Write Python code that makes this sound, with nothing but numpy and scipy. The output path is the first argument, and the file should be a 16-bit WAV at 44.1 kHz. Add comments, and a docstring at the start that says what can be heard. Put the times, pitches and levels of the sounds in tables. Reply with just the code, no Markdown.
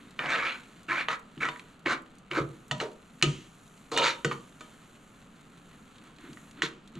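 """A steel spoon scrapes and clinks on a cast iron skillet as it stirs thick oatmeal in a small kitchen.
Stick-slip friction makes the rim grind, snag and chatter; impacts excite the modes of spoon and pan,
and the porridge damps them. The pan thuds on its grate. Wet oats squelch at each fold and tick as
films and bubbles burst. All is heard close by, in stereo, over a low rumble and a soft hiss."""
import sys
import numpy as np
from scipy import signal
from scipy.fft import rfft, irfft, next_fast_len
from scipy.io import wavfile
from scipy.ndimage import uniform_filter1d, map_coordinates

SR = 44100
rng = np.random.default_rng(int(sys.argv[2]) if len(sys.argv) > 2 else 0)


def to_wav(sig):
    """Store sig (one row per channel, or 1-D mono) as 16-bit WAV at the path in sys.argv[1].

    Samples outside -1..1 are clipped; the rate is SR.
    """
    pcm = np.clip(np.atleast_2d(sig), -1, 1) * 32767
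    pcm = np.round(pcm).astype(np.int16)
    wavfile.write(sys.argv[1], SR, pcm.T)  # frames by channels


N = 308259


def amp(db):
    """Amplitude ratio of a level in decibels."""
    return 10 ** (np.asarray(db) / 20)

def unit(x):
    """Normalisation to rms 1."""
    return x / np.sqrt(np.mean(x ** 2) + 1e-20)

def along(points, hz):
    """Interpolation of (f/Hz, value) points on a logarithmic frequency axis."""
    f, values = np.transpose(points)
    return np.interp(np.log(hz + 1), np.log(f + 1), values)

def seconds(size):
    """Sample times, t/s."""
    return np.arange(size) / SR

def fade(t, t60):
    """Exponential decay, 60 dB in t60."""
    return np.exp(-np.log(1000) * t / t60)

def bell(x):
    """Gaussian curve of height 1."""
    return np.exp(-.5 * x ** 2)

def below(hz, edge_hz):
    """Gain of a steep low-pass filter."""
    return 1 / (1 + (hz / edge_hz) ** 8)

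def add(track, start, sound):
    """Superposition of a sound on a track, from start in seconds."""
    part = track[round(start * SR):][:len(sound)]
    part += sound[:len(part)]

def filtered(x, response):
    """Linear filtering: the spectrum of x times a frequency response."""
    size = next_fast_len(x.shape[-1] + SR // 4)
    return irfft(rfft(x, size) * response(np.fft.rfftfreq(size, 1 / SR)), size)[..., :x.shape[-1]]

def coloured(x, spectrum, tilt_db=0, knee_hz=2500, size=2048):
    """Minimum-phase filtering to a spectrum, tilted by tilt_db per octave above the knee."""
    hz = np.fft.rfftfreq(size, 1 / SR)
    gain = amp(along(spectrum, hz) + tilt_db * np.log2(np.hypot(1, hz / knee_hz)))
    cepstrum = irfft(np.log(gain + 1e-6))
    causal = 2 * cepstrum[:size // 2] * (np.arange(size // 2) > 0)
    pulse = irfft(np.exp(rfft(causal, size)))
    return signal.fftconvolve(x, pulse)[:len(x)]

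def impulses(rate, spread_db):
    """Poisson process: rate impulses a second, of random sign and log-normal size."""
    occurs = rng.random(N) < rate / SR
    return occurs * rng.choice([-1, 1], N) * amp(spread_db * rng.standard_normal(N))

def wobble(rate):
    """Smooth random modulation, rate knots a second."""
    return map_coordinates(rng.standard_normal(int(N * rate / SR) + 2), [seconds(N) * rate])

def pressure(start, swell, hold, release, touch_db=-6.5, touch_s=0.0072):
    """Normal force, 0 to 1: the spoon lands lightly, bears down, holds and lets go."""
    t = seconds(N) - start
    landing = np.clip(1 + t / touch_s, 0, 1)
    bearing = amp(touch_db * np.clip(1 - t / swell, 0, 1))
    return landing * bearing * fade(np.maximum(t - swell - hold, 0), release)


# Spectral densities of the ambient rumble and hiss: f/Hz, level/dB
RUMBLE_SPECTRUM = [(22, -7.5), (65, -8.5), (85, -17), (102, -8.5), (167, -0.5), (248, -0.5), (350, -14.5),
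                   (413, -11), (445, -13), (800, -22.5), (1150, -110)]
HISS_SPECTRUM = [(410, 2), (961, 2.5), (1300, 8.5), (1860, -5), (2860, -4), (4350, -19), (5320, -27.5),
                 (7040, -23.5), (12100, -47), (14500, -64)]
def background(rumble_db=-56.5, hiss_db=-61.5):
    """Stationary noise: a rumble nearly coherent between the channels, and a wider hiss."""
    def noise(spectrum, width):
        mid, side = filtered(rng.standard_normal((2, N)), lambda hz: amp(along(spectrum, hz)))
        return unit(np.array([mid + width * side, mid - width * side]))
    rumble = amp(rumble_db) * noise(RUMBLE_SPECTRUM, width=0.12)
    return rumble + amp(hiss_db) * noise(HISS_SPECTRUM, width=0.56)

# Reverberation time of the kitchen: f/Hz, T60/s
REVERB_TIMES = [(120, 0.38), (400, 0.46), (1500, 0.26), (4000, 0.15), (12000, 0.11)]
def reverberation(x, coherent_below_hz=520, build_s=0.0024):
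    """Diffuse field: an exponential tail whose two channels are alike only in the bass."""
    hz, t, noise = signal.stft(rng.standard_normal((2, SR // 2)), SR, nperseg=256)
    mid, side = noise * fade(t, along(REVERB_TIMES, hz)[:, None]) * (1 - np.exp(-t / build_s))
    side = side * (hz ** 2 / (hz ** 2 + coherent_below_hz ** 2))[:, None]
    tail = signal.istft(np.array([mid + side, mid - side]), SR, nperseg=256)[1]
    return signal.fftconvolve(x[None], tail / np.linalg.norm(tail[0]), axes=1)[:, :N]

# Folds of the oats, clear of the iron: centre t/s, half-width/s, crackle/dB, mush/dB, froth/dB
OAT_FOLDS = [(0.037, 0.087, -64, -57, -72), (0.696, 0.17, -63, -64, -75.5),
             (1.554, 0.14, -65, -59.5, -69.5), (2.562, 0.13, -82, -63, -71.5),
             (3.519, 0.45, -69.5, -81, -69), (4.693, 0.57, -66.5, -65, -69),
             (5.78, 0.16, -71, -65.5, -72.5), (6.06, 0.038, -65, -57, -80), (6.254, 0.046, -68, -53, -92),
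             (6.38, 0.12, -73, -62, -64.5), (6.593, 0.02, -65, -49, -85), (6.98, 0.021, -68, -52.5, -76)]
# Spectral density of sliding porridge: f/Hz, level/dB
MUSH_SPECTRUM = [(120, 9), (300, 28.5), (600, -2), (1300, 16), (2800, 8), (4100, 7), (5200, -18),
                 (7000, -20), (13000, -24)]
def mush():
    """Viscous shear: porridge slides over the spoon's bowl, a dense, soft smear at each fold."""
    t = seconds(N)
    slide = sum(amp(db) * bell((t - centre) / half) for centre, half, _, db, _ in OAT_FOLDS)
    return slide * unit(coloured(impulses(rate=5000, spread_db=3), MUSH_SPECTRUM))

# Spectral density of milk froth: f/Hz, level/dB
FROTH_SPECTRUM = [(2000, -55), (5000, -12.5), (7000, 4.5), (8500, -4.5), (10500, -3.5), (14000, -18)]
def froth(squeezed_db=-63):
    """Shot noise of fine bubbles: the milk sizzles under each stroke and at each fold."""
    t = seconds(N)
    push = np.max([pressure(*stroke[:4]) for stroke in SPOON_STROKES], axis=0)
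    folds = sum(amp(db) * bell((t - centre) / half) for centre, half, _, _, db in OAT_FOLDS)
    sizzle = unit(coloured(impulses(rate=4000, spread_db=4), FROTH_SPECTRUM))
    return (amp(squeezed_db) * np.sqrt(push) + folds) * sizzle

# Spectral density of wet crackle: f/Hz, level/dB
CRACKLE_SPECTRUM = [(500, 0.5), (1400, 5), (3000, 2.5), (4200, 1), (5200, -13.5), (7000, -2.5),
                    (11000, -15), (14000, -24)]
def crackle(simmer_db=-65, clump_db=2):
    """Incoherent sources add in power: tiny bubbles burst in a low simmer that swells at each fold."""
    t = seconds(N)
    bursts = np.tanh(impulses(rate=700, spread_db=1.5) / 10)  # bubble size is limited
    fold_power = sum(amp(db) ** 2 * np.exp(-((t - centre) / half) ** 2)
                     for centre, half, db, _, _ in OAT_FOLDS)
    strength = np.sqrt(amp(simmer_db) ** 2 + fold_power) * amp(clump_db * wobble(rate=14))
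    return strength * unit(coloured(bursts, CRACKLE_SPECTRUM))

# The loudest wet ticks: t/s, level/dB, f/Hz
WET_TICKS = [(1.595, -30, 2900), (5.958, -43, 3200), (5.9826, -40.5, 4280), (6.185, -40, 3200),
             (6.3313, -38, 4500), (6.511, -37, 4670), (6.876, -42, 6350), (6.9537, -37.5, 3870)]
def ticks(pop_count=45, pop_db=-47, pop_hz=6500, t60=0.026, gain_db=-9):
    """Film rupture: sticky milk tears in short noise bursts, loud ticks among faint random pops."""
    out, t = np.zeros(N), seconds(SR // 25)
    pop_times = rng.random(pop_count) * N / SR
    pops = [(start, pop_db + 3 * np.tanh(size), pop_hz * 2 ** (0.62 * height))
            for start, (size, height) in zip(pop_times, rng.standard_normal((pop_count, 2)))]
    for start, db, pitch in WET_TICKS + pops:
        band = lambda hz: amp(along(CRACKLE_SPECTRUM, hz)) * bell(np.log2((hz + 1) / pitch))
        smack = unit(filtered(rng.standard_normal(len(t)), band))
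        add(out, start, amp(db + gain_db) * smack * fade(t, t60))
    return out

# Normal modes of the skillet on its grate: f/Hz, level/dB, T60/s
PAN_MODES = [(139.7, 4, 0.27), (246.4, -16, 0.44), (330, 5, 0.15), (460, 1.5, 0.16), (612.5, 1, 0.23),
             (752.5, -3, 0.18), (950, -3.5, 0.37), (1239, 3, 0.21), (1390, -8, 0.16), (1790, -5, 0.22),
             (1994, -15.5, 0.066), (2870, -8, 0.18), (3140, -7.5, 0.38), (3610, 1, 0.12),
             (4340, -13.5, 0.34), (7670, -34, 0.068)]
def pan_ring(weight, vary_db=4.0, detune=0.0123, smear_hz=9):
    """Modal superposition: one blow excites each damped mode of the pan by weight(f)."""
    t = seconds(SR // 2)
    hz, db, t60 = np.transpose(PAN_MODES)[:, :, None]
    # the shifting load of porridge detunes each mode and blurs its pitch
    hz = hz * np.exp(detune * rng.standard_normal(hz.shape))
    drift_step = np.sqrt(smear_hz * hz / hz.mean() / (2 * np.pi * SR))
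    drift = drift_step * np.cumsum(rng.standard_normal((len(hz), len(t))), axis=1)
    gain = amp(db + vary_db * rng.standard_normal(hz.shape)) * weight(hz)
    cycles = hz * t + drift + rng.random(hz.shape)
    return np.sum(gain * np.sin(2 * np.pi * cycles) * fade(t, t60), axis=0)

# Dull blows of the pan on its grate and of dropped oats: t/s, level/dB, centre f/Hz
SOFT_BLOWS = [(1.37, -42, 228), (1.862, -32, 324), (2.316, -42.5, 400), (2.372, -27.5, 360),
              (2.402, -31.5, 125), (2.712, -32, 175), (2.713, -39, 740), (2.822, -33.5, 380),
              (2.822, -36.5, 576), (3.225, -31.5, 173), (3.232, -28, 312), (3.262, -28, 123),
              (3.919, -39, 483), (4.246, -31, 372), (4.249, -32.5, 159), (6.241, -49, 292),
              (6.291, -46, 227), (6.624, -41.5, 164), (6.631, -36.5, 360), (6.956, -39, 198)]
def thuds(octaves=0.4, rise_s=0.0045, lowest_hz=110, gain_db=-13.5, rock_db=-5, rock_cycles=14,
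          rattle_db=-1.5, rattle_t60=0.36, stove_hz=62, stove_db=-9, stove_t60=0.53):
    """Soft impacts excite only low modes; the deeper the blow, the more it shakes the stove top."""
    out, t = np.zeros(N), seconds(SR // 2)
    high_pass = signal.butter(2, lowest_hz, "high", fs=SR, output="sos")
    onset = 1 - np.exp(-t / rise_s)
    for start, db, centre in SOFT_BLOWS:
        band = lambda hz: bell(np.log2((hz + 1) / centre) / octaves) * (1 - below(hz, lowest_hz))
        depth = lowest_hz / centre
        rattle = unit(filtered(rng.standard_normal(len(t)), band) * fade(t, rattle_t60 * depth ** .5))
        stove = unit(np.sin(2 * np.pi * stove_hz * t) * fade(t, stove_t60)) * depth ** 2
        # the pan rocks on the grate at a pitch set by where it is pushed
        rock = unit(np.sin(2 * np.pi * centre * t) * fade(t, rock_cycles / centre))
        blow = (unit(pan_ring(band)) + amp(rock_db) * rock + amp(rattle_db) * rattle) * onset
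        add(out, start, amp(db + gain_db) * (signal.sosfilt(high_pass, blow) + amp(stove_db) * stove))
    return out

# Normal modes of the spoon's steel bowl: f/Hz, level/dB
SPOON_MODES = [(1210, 4), (1500, -1), (1900, 5.5), (2330, 1.5), (2920, 7.5), (4150, 4.5)]
def spoon_ring(contact_hz=2100, t60=0.008, octaves=0.38, vary_db=7.0, band_hz=(950, 4900)):
    """Damped vibration of the bowl, peak 1: modes near the contact frequency respond the most."""
    t = seconds(SR // 8)
    hz, db = np.transpose(SPOON_MODES)[:, :, None]
    distance = np.log2(hz / contact_hz) / octaves
    gain = amp(db + vary_db * rng.standard_normal(hz.shape)) / (1 + distance ** 2)
    ring = np.sum(gain * np.sin(2 * np.pi * hz * t), axis=0) * fade(t, t60)
    ring = signal.sosfilt(signal.butter(3, band_hz, "band", fs=SR, output="sos"), ring)
    return ring / np.abs(ring).max()

# The spoon left free after the hardest blow: t/s, initial level/dB, f/Hz, T60/s
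FREE_RINGS = [(3.224, -43, 3070, 0.58)]
def singing(relative_width=0.09):
    """Free vibration: the spoon sings on in a narrow, blurred band that outlasts the blow."""
    out, t = np.zeros(N), seconds(SR // 2)
    for start, db, hz, t60 in FREE_RINGS:
        ring = unit(filtered(rng.standard_normal(len(t)), lambda f: below(f - hz, relative_width * hz)))
        add(out, start, amp(db) * ring * fade(t, t60))
    return out

# Spectral density of a bare contact: f/Hz, level/dB
CONTACT_SPECTRUM = [(60, -73), (130, -12), (300, -31), (700, -49), (1200, -13), (2700, 3.5), (4200, -2.5),
                    (5200, -8), (6800, 0.5), (9500, -15.5), (14000, -45)]
# The spoon lands on iron: t/s, level/dB, contact f/Hz, hardness/(dB/octave), pan ring/dB, spoon T60/s
SPOON_IMPACTS = [(0.192, -14.5, 1770, -39, -26.5, 0.016), (1.0853, -12, 1660, -17, -28, 0.011),
                 (1.4874, -18.5, 1310, -13.5, -25.5, 0.021), (1.5618, -32.5, 1600, -40, -38, 0.017),
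                 (1.8603, -16, 1770, -34, -31, 0.015), (2.3139, -17.5, 2100, -22, -36, 0.012),
                 (2.7118, -13.5, 1990, -2.5, -25.5, 0.029), (2.8011, -19.5, 2330, -10.5, -36, 0.028),
                 (3.2251, -2, 2950, -2.5, -36, .019), (3.241, -16.5, 2630, -7, -26, 0.0093),
                 (3.917, -28.5, 1210, 8, -31, 0.016), (3.975, -9, 2440, 0, -23, 0.01),
                 (3.985, -11.5, 3870, -7, -30, 0.024), (4.247, -13.5, 1420, -0.5, -22.5, 0.036),
                 (4.313, -20.5, 1350, -22, -32.5, 0.044), (4.608, -33, 1350, 2.5, -19, 0.038),
                 (6.372, -36, 1240, -59, -32, 0.033), (6.6208, -9, 1700, -8.5, -32, 0.012)]
def clinks(tap_db=-8, bowl_db=-2, crack_db=-10, crack_t60=0.04, shimmer_db=-34, shimmer_t60=0.56,
           shimmer_per_hardness=0.61, ring_octaves=2.83, radiation_hz=400):
    """Hard impact: a tap rings the spoon until porridge damps it; the iron rings faintly on."""
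    out, t = np.zeros(N), seconds(SR // 2)
    for start, db, hz, hardness, ring_db, spoon_t60 in SPOON_IMPACTS:
        tap = coloured(1. * (t == 0), CONTACT_SPECTRUM, hardness)
        tap /= np.abs(tap).max()
        # most of the crowded modes die at once; the barer the contact, the more shimmer stays
        crowd = unit(coloured(rng.standard_normal(len(t)), CONTACT_SPECTRUM, hardness))
        crack = amp(crack_db) * fade(t, crack_t60) / 2
        shimmer = amp(shimmer_db + shimmer_per_hardness * hardness) * fade(t, shimmer_t60)
        iron = amp(ring_db) * pan_ring(lambda f: 1 / (1 + (np.log2(f / hz) / ring_octaves) ** 2))
        add(out, start, amp(db) * (amp(tap_db) * tap + crowd * (crack + shimmer) + iron))
        add(out, start, amp(db + bowl_db) * spoon_ring(hz, spoon_t60))
    # the light spoon radiates little bass
    return filtered(out, lambda f: 1j * f / (1j * f + radiation_hz))

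# The rim catches on rough spots: t/s, peak level/dB
RIM_SNAGS = [(0.260, -20), (0.360, -16), (0.4325, -23), (0.453, -23.5), (0.468, -19), (1.004, -20),
             (1.378, -35), (3.2146, -26), (4.019, -17), (4.068, -16), (4.084, -15), (6.662, -24.5)]
def snags():
    """Impulse excitation: each time the rim jumps free, the bowl gives one short, gritty ring."""
    out = np.zeros(N)
    for start, db in RIM_SNAGS:
        add(out, start, amp(db) * spoon_ring())
    return out

# Hard pushes on bare iron: t/s, swell/s, hold/s, release T60/s, level/dB
HARD_PUSHES = [(3.966, 0.016, .016, 0.057, -22), (4.015, 0.0066, 0.013, 0.33, -27)]
# Resonances of spoon and pan in contact: f/Hz, bandwidth/Hz, level/dB
CONTACT_MODES = [(224, 28, -15), (464, 41, 10.5), (574, 27, 11.5), (920, 21, 16), (989, 31, 12.5),
                 (1300, 29, 14.5), (2410, 42, 9.5), (2860, 73, 8.5), (3660, 62, 11.5), (4190, 130, 0.5)]
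def chatter(top_hz=7500):
    """Forced resonance: coarse slips, undamped by porridge, drive spoon and pan together."""
    def response(f):
        modes = sum((-1) ** k * amp(db) * 1j * f * width / (hz ** 2 - f ** 2 + 1j * f * width)
                    for k, (hz, width, db) in enumerate(CONTACT_MODES))
        return modes * below(f, top_hz)
    push = sum(amp(db) * pressure(*shape) for *shape, db in HARD_PUSHES)
    return push * unit(filtered(impulses(rate=600, spread_db=3), response))

# Spectral density of steel grinding on iron: f/Hz, level/dB
GRIND_SPECTRUM = [(40, -51), (100, -27.5), (145, -12), (190, -15), (240, -2.5), (335, -5.5), (410, -16.5),
                  (480, -9), (750, -9.5), (950, -1.5), (1280, 5.5), (1800, -1), (2600, -4), (4100, -0.5),
                  (5200, -18.5), (6800, -23.5), (13000, -57)]
def stick_slip(grain_db=1.8, ring_db=-12, grit_db=-5):
    """Stick-slip friction: fine slips rasp and ring the pan; coarser catches ring the bowl."""
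    # oats under the rim bunch the slips into uneven grains
    slips = impulses(rate=3800, spread_db=2.5) * amp(grain_db * wobble(rate=320))
    iron = unit(signal.fftconvolve(slips, pan_ring(lambda hz: 1))[:N])
    rasp = unit(coloured(unit(slips) + amp(ring_db) * iron / 2, GRIND_SPECTRUM))
    grit = unit(signal.fftconvolve(impulses(rate=420, spread_db=1), spoon_ring())[:N])
    return rasp + amp(grit_db) * grit

def moving_contact(rasp, bowl_db=7, bowl_octaves=0.49, roam_db=2.8, waver_hz=150):
    """Resonance gliding with the contact point: the rasp shaped by it, and a squeal at its pitch."""
    hz, times, spectrum = signal.stft(rasp, SR, nperseg=512)
    bowl_hz = np.full(len(times), float(SPOON_STROKES[0][-2]))
    for start, swell, hold, *_, pitch, glide in SPOON_STROKES:
        octaves = glide * np.clip(times - start - swell, -swell, hold)
        bowl_hz = np.where(times >= start, pitch * 2 ** octaves, bowl_hz)
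    lift = bell(np.log2((hz[:, None] + 1) / bowl_hz) / bowl_octaves)
    # as the contact travels, the iron's crowded resonances swell and fade in turn
    roam = uniform_filter1d(rng.standard_normal(spectrum.shape), size=2, axis=0)
    roam = unit(uniform_filter1d(roam, size=10, axis=1))
    shaped = signal.istft(spectrum * amp(bowl_db * lift + roam_db * roam), SR, nperseg=512)[1][:N]
    waver = filtered(rng.standard_normal(N), lambda f: below(f, waver_hz))
    cycles = np.cumsum(np.interp(seconds(N), times, bowl_hz)) / SR
    return shaped, unit(waver * np.sin(2 * np.pi * cycles))

# Strokes along the iron: t/s, swell/s, hold/s, release T60/s, level/dB,
# relative drag/dB, relative edge/dB, bowl f/Hz, glide/(octaves/s)
SPOON_STROKES = [(0.194, 0.16, 0.051, 0.31, -30, -7.5, -19.5, 1847, 2),
                 (0.294, 0.0247, 0.022, 0.16, -40, -30, -3.5, 1955, -1),
                 (0.428, 0.022, 0.052, 0.32, -32.5, -14, -18, 1800, 11),
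                 (0.887, 0.016, 0.11, 0.13, -29.5, -10.5, -18.5, 1820, 5),
                 (1.087, 0.023, 0.03, 0.11, -32, -11.5, -14, 1745, 0),
                 (1.408, 0.014, 0.032, 0.2, -27.5, -11.5, -18, 1838, -1.5),
                 (1.861, 0.0013, 0.01, 0.11, -29.5, 0, -14, 2255, -3.5),
                 (1.887, 0.019, 0.023, 0.14, -28.5, -4, -9.5, 1603, -3),
                 (2.313, 0.0086, 0.031, 0.054, -36.5, -4.5, -15, 2120, 1.5),
                 (2.356, 0.0084, 0.022, 0.15, -30.5, -2.5, -13, 1673, -14.5),
                 (2.802, 0.0054, 0.004, 0.2, -37, 5.5, -3.5, 1620, 1),
                 (3.919, 0.0037, 0.11, 0.054, -43, 8, 3, 1480, -10.5),
                 (4.03, 0.0194, 0.035, 0.18, -26.5, -11, -5, 1706, 5.5),
                 (4.317, 0.00077, 0.0062, 0.11, -40, 4, -8, 1400, 17),
                 (6.624, 0.0023, 0.026, 0.12, -36.5, -15, -1.5, 1360, -3)]
def scraping(drag_db=-2, grind_db=-1, edge_db=-1, fizz_db=-8, squeal_db=-28,
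             brightening=0.031, fizz_growth=1.03, borders_hz=(1, 850, 2800, 5200, SR)):
    """Friction noise grows with normal force; drag adds body and a bare edge adds brightness."""
    rasp, squeal = moving_contact(stick_slip())
    drag, grind, edge, fizz = (unit(filtered(rasp, lambda hz: below(hz, hi) * (1 - below(hz, lo)) ** 2))
                               for lo, hi in zip(borders_hz, borders_hz[1:]))
    out = np.zeros(N)
    for start, swell, hold, release, db, body_db, bare_db, _, glide in SPOON_STROKES:
        push = pressure(start, swell, hold, release)
        on = push > 1e-3
        bright_db = bare_db + brightening * 20 * np.log10(push[on])
        stroke = amp(grind_db) * grind[on] + amp(body_db + drag_db) * drag[on]
        stroke += amp(bright_db + edge_db) * edge[on]
        stroke += amp(fizz_growth * np.minimum(bright_db, 0) + fizz_db) * fizz[on]
        # steel squeals near full pressure, the more the faster its pitch glides
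        stroke += amp(squeal_db) * abs(glide) * push[on] ** 3 * squeal[on]
        out[on] += amp(db) * push[on] * stroke
    return out

# Left channel relative to right: f/Hz, level/dB
LEVEL_DIFFERENCE = [(250, 0), (1300, -0.5), (2600, -1.5), (4500, -0.5), (13000, 2)]
# Lead of the left channel: f/Hz, phase/rad
PHASE_DIFFERENCE = [(250, 0.12), (700, -0.21), (3400, -0.5), (13000, -0.64)]
def direct_sound(x):
    """Path difference: the pan stands slightly to the right, so the left side lags above the bass."""
    sides = np.array([[.5], [-.5]])
    gain = lambda hz: amp(sides * along(LEVEL_DIFFERENCE, hz))
    return filtered(x, lambda hz: gain(hz) * np.exp(1j * sides * along(PHASE_DIFFERENCE, hz)))

def scene(room_db=-11):
    """Superposition of the pan's direct sound, its reverberant field and the ambient noise."""
    pan = scraping() + snags() + chatter() + clinks() + singing() + thuds()
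    pan += crackle() + ticks() + mush() + froth()
    return direct_sound(pan) + amp(room_db) * reverberation(pan) + background()

def record(dry, top_hz=14300):
    """Band limiting: an ideal low-pass removes everything above top_hz."""
    return filtered(dry, lambda hz: hz < top_hz)


dry = scene()
out = record(dry)
to_wav(out)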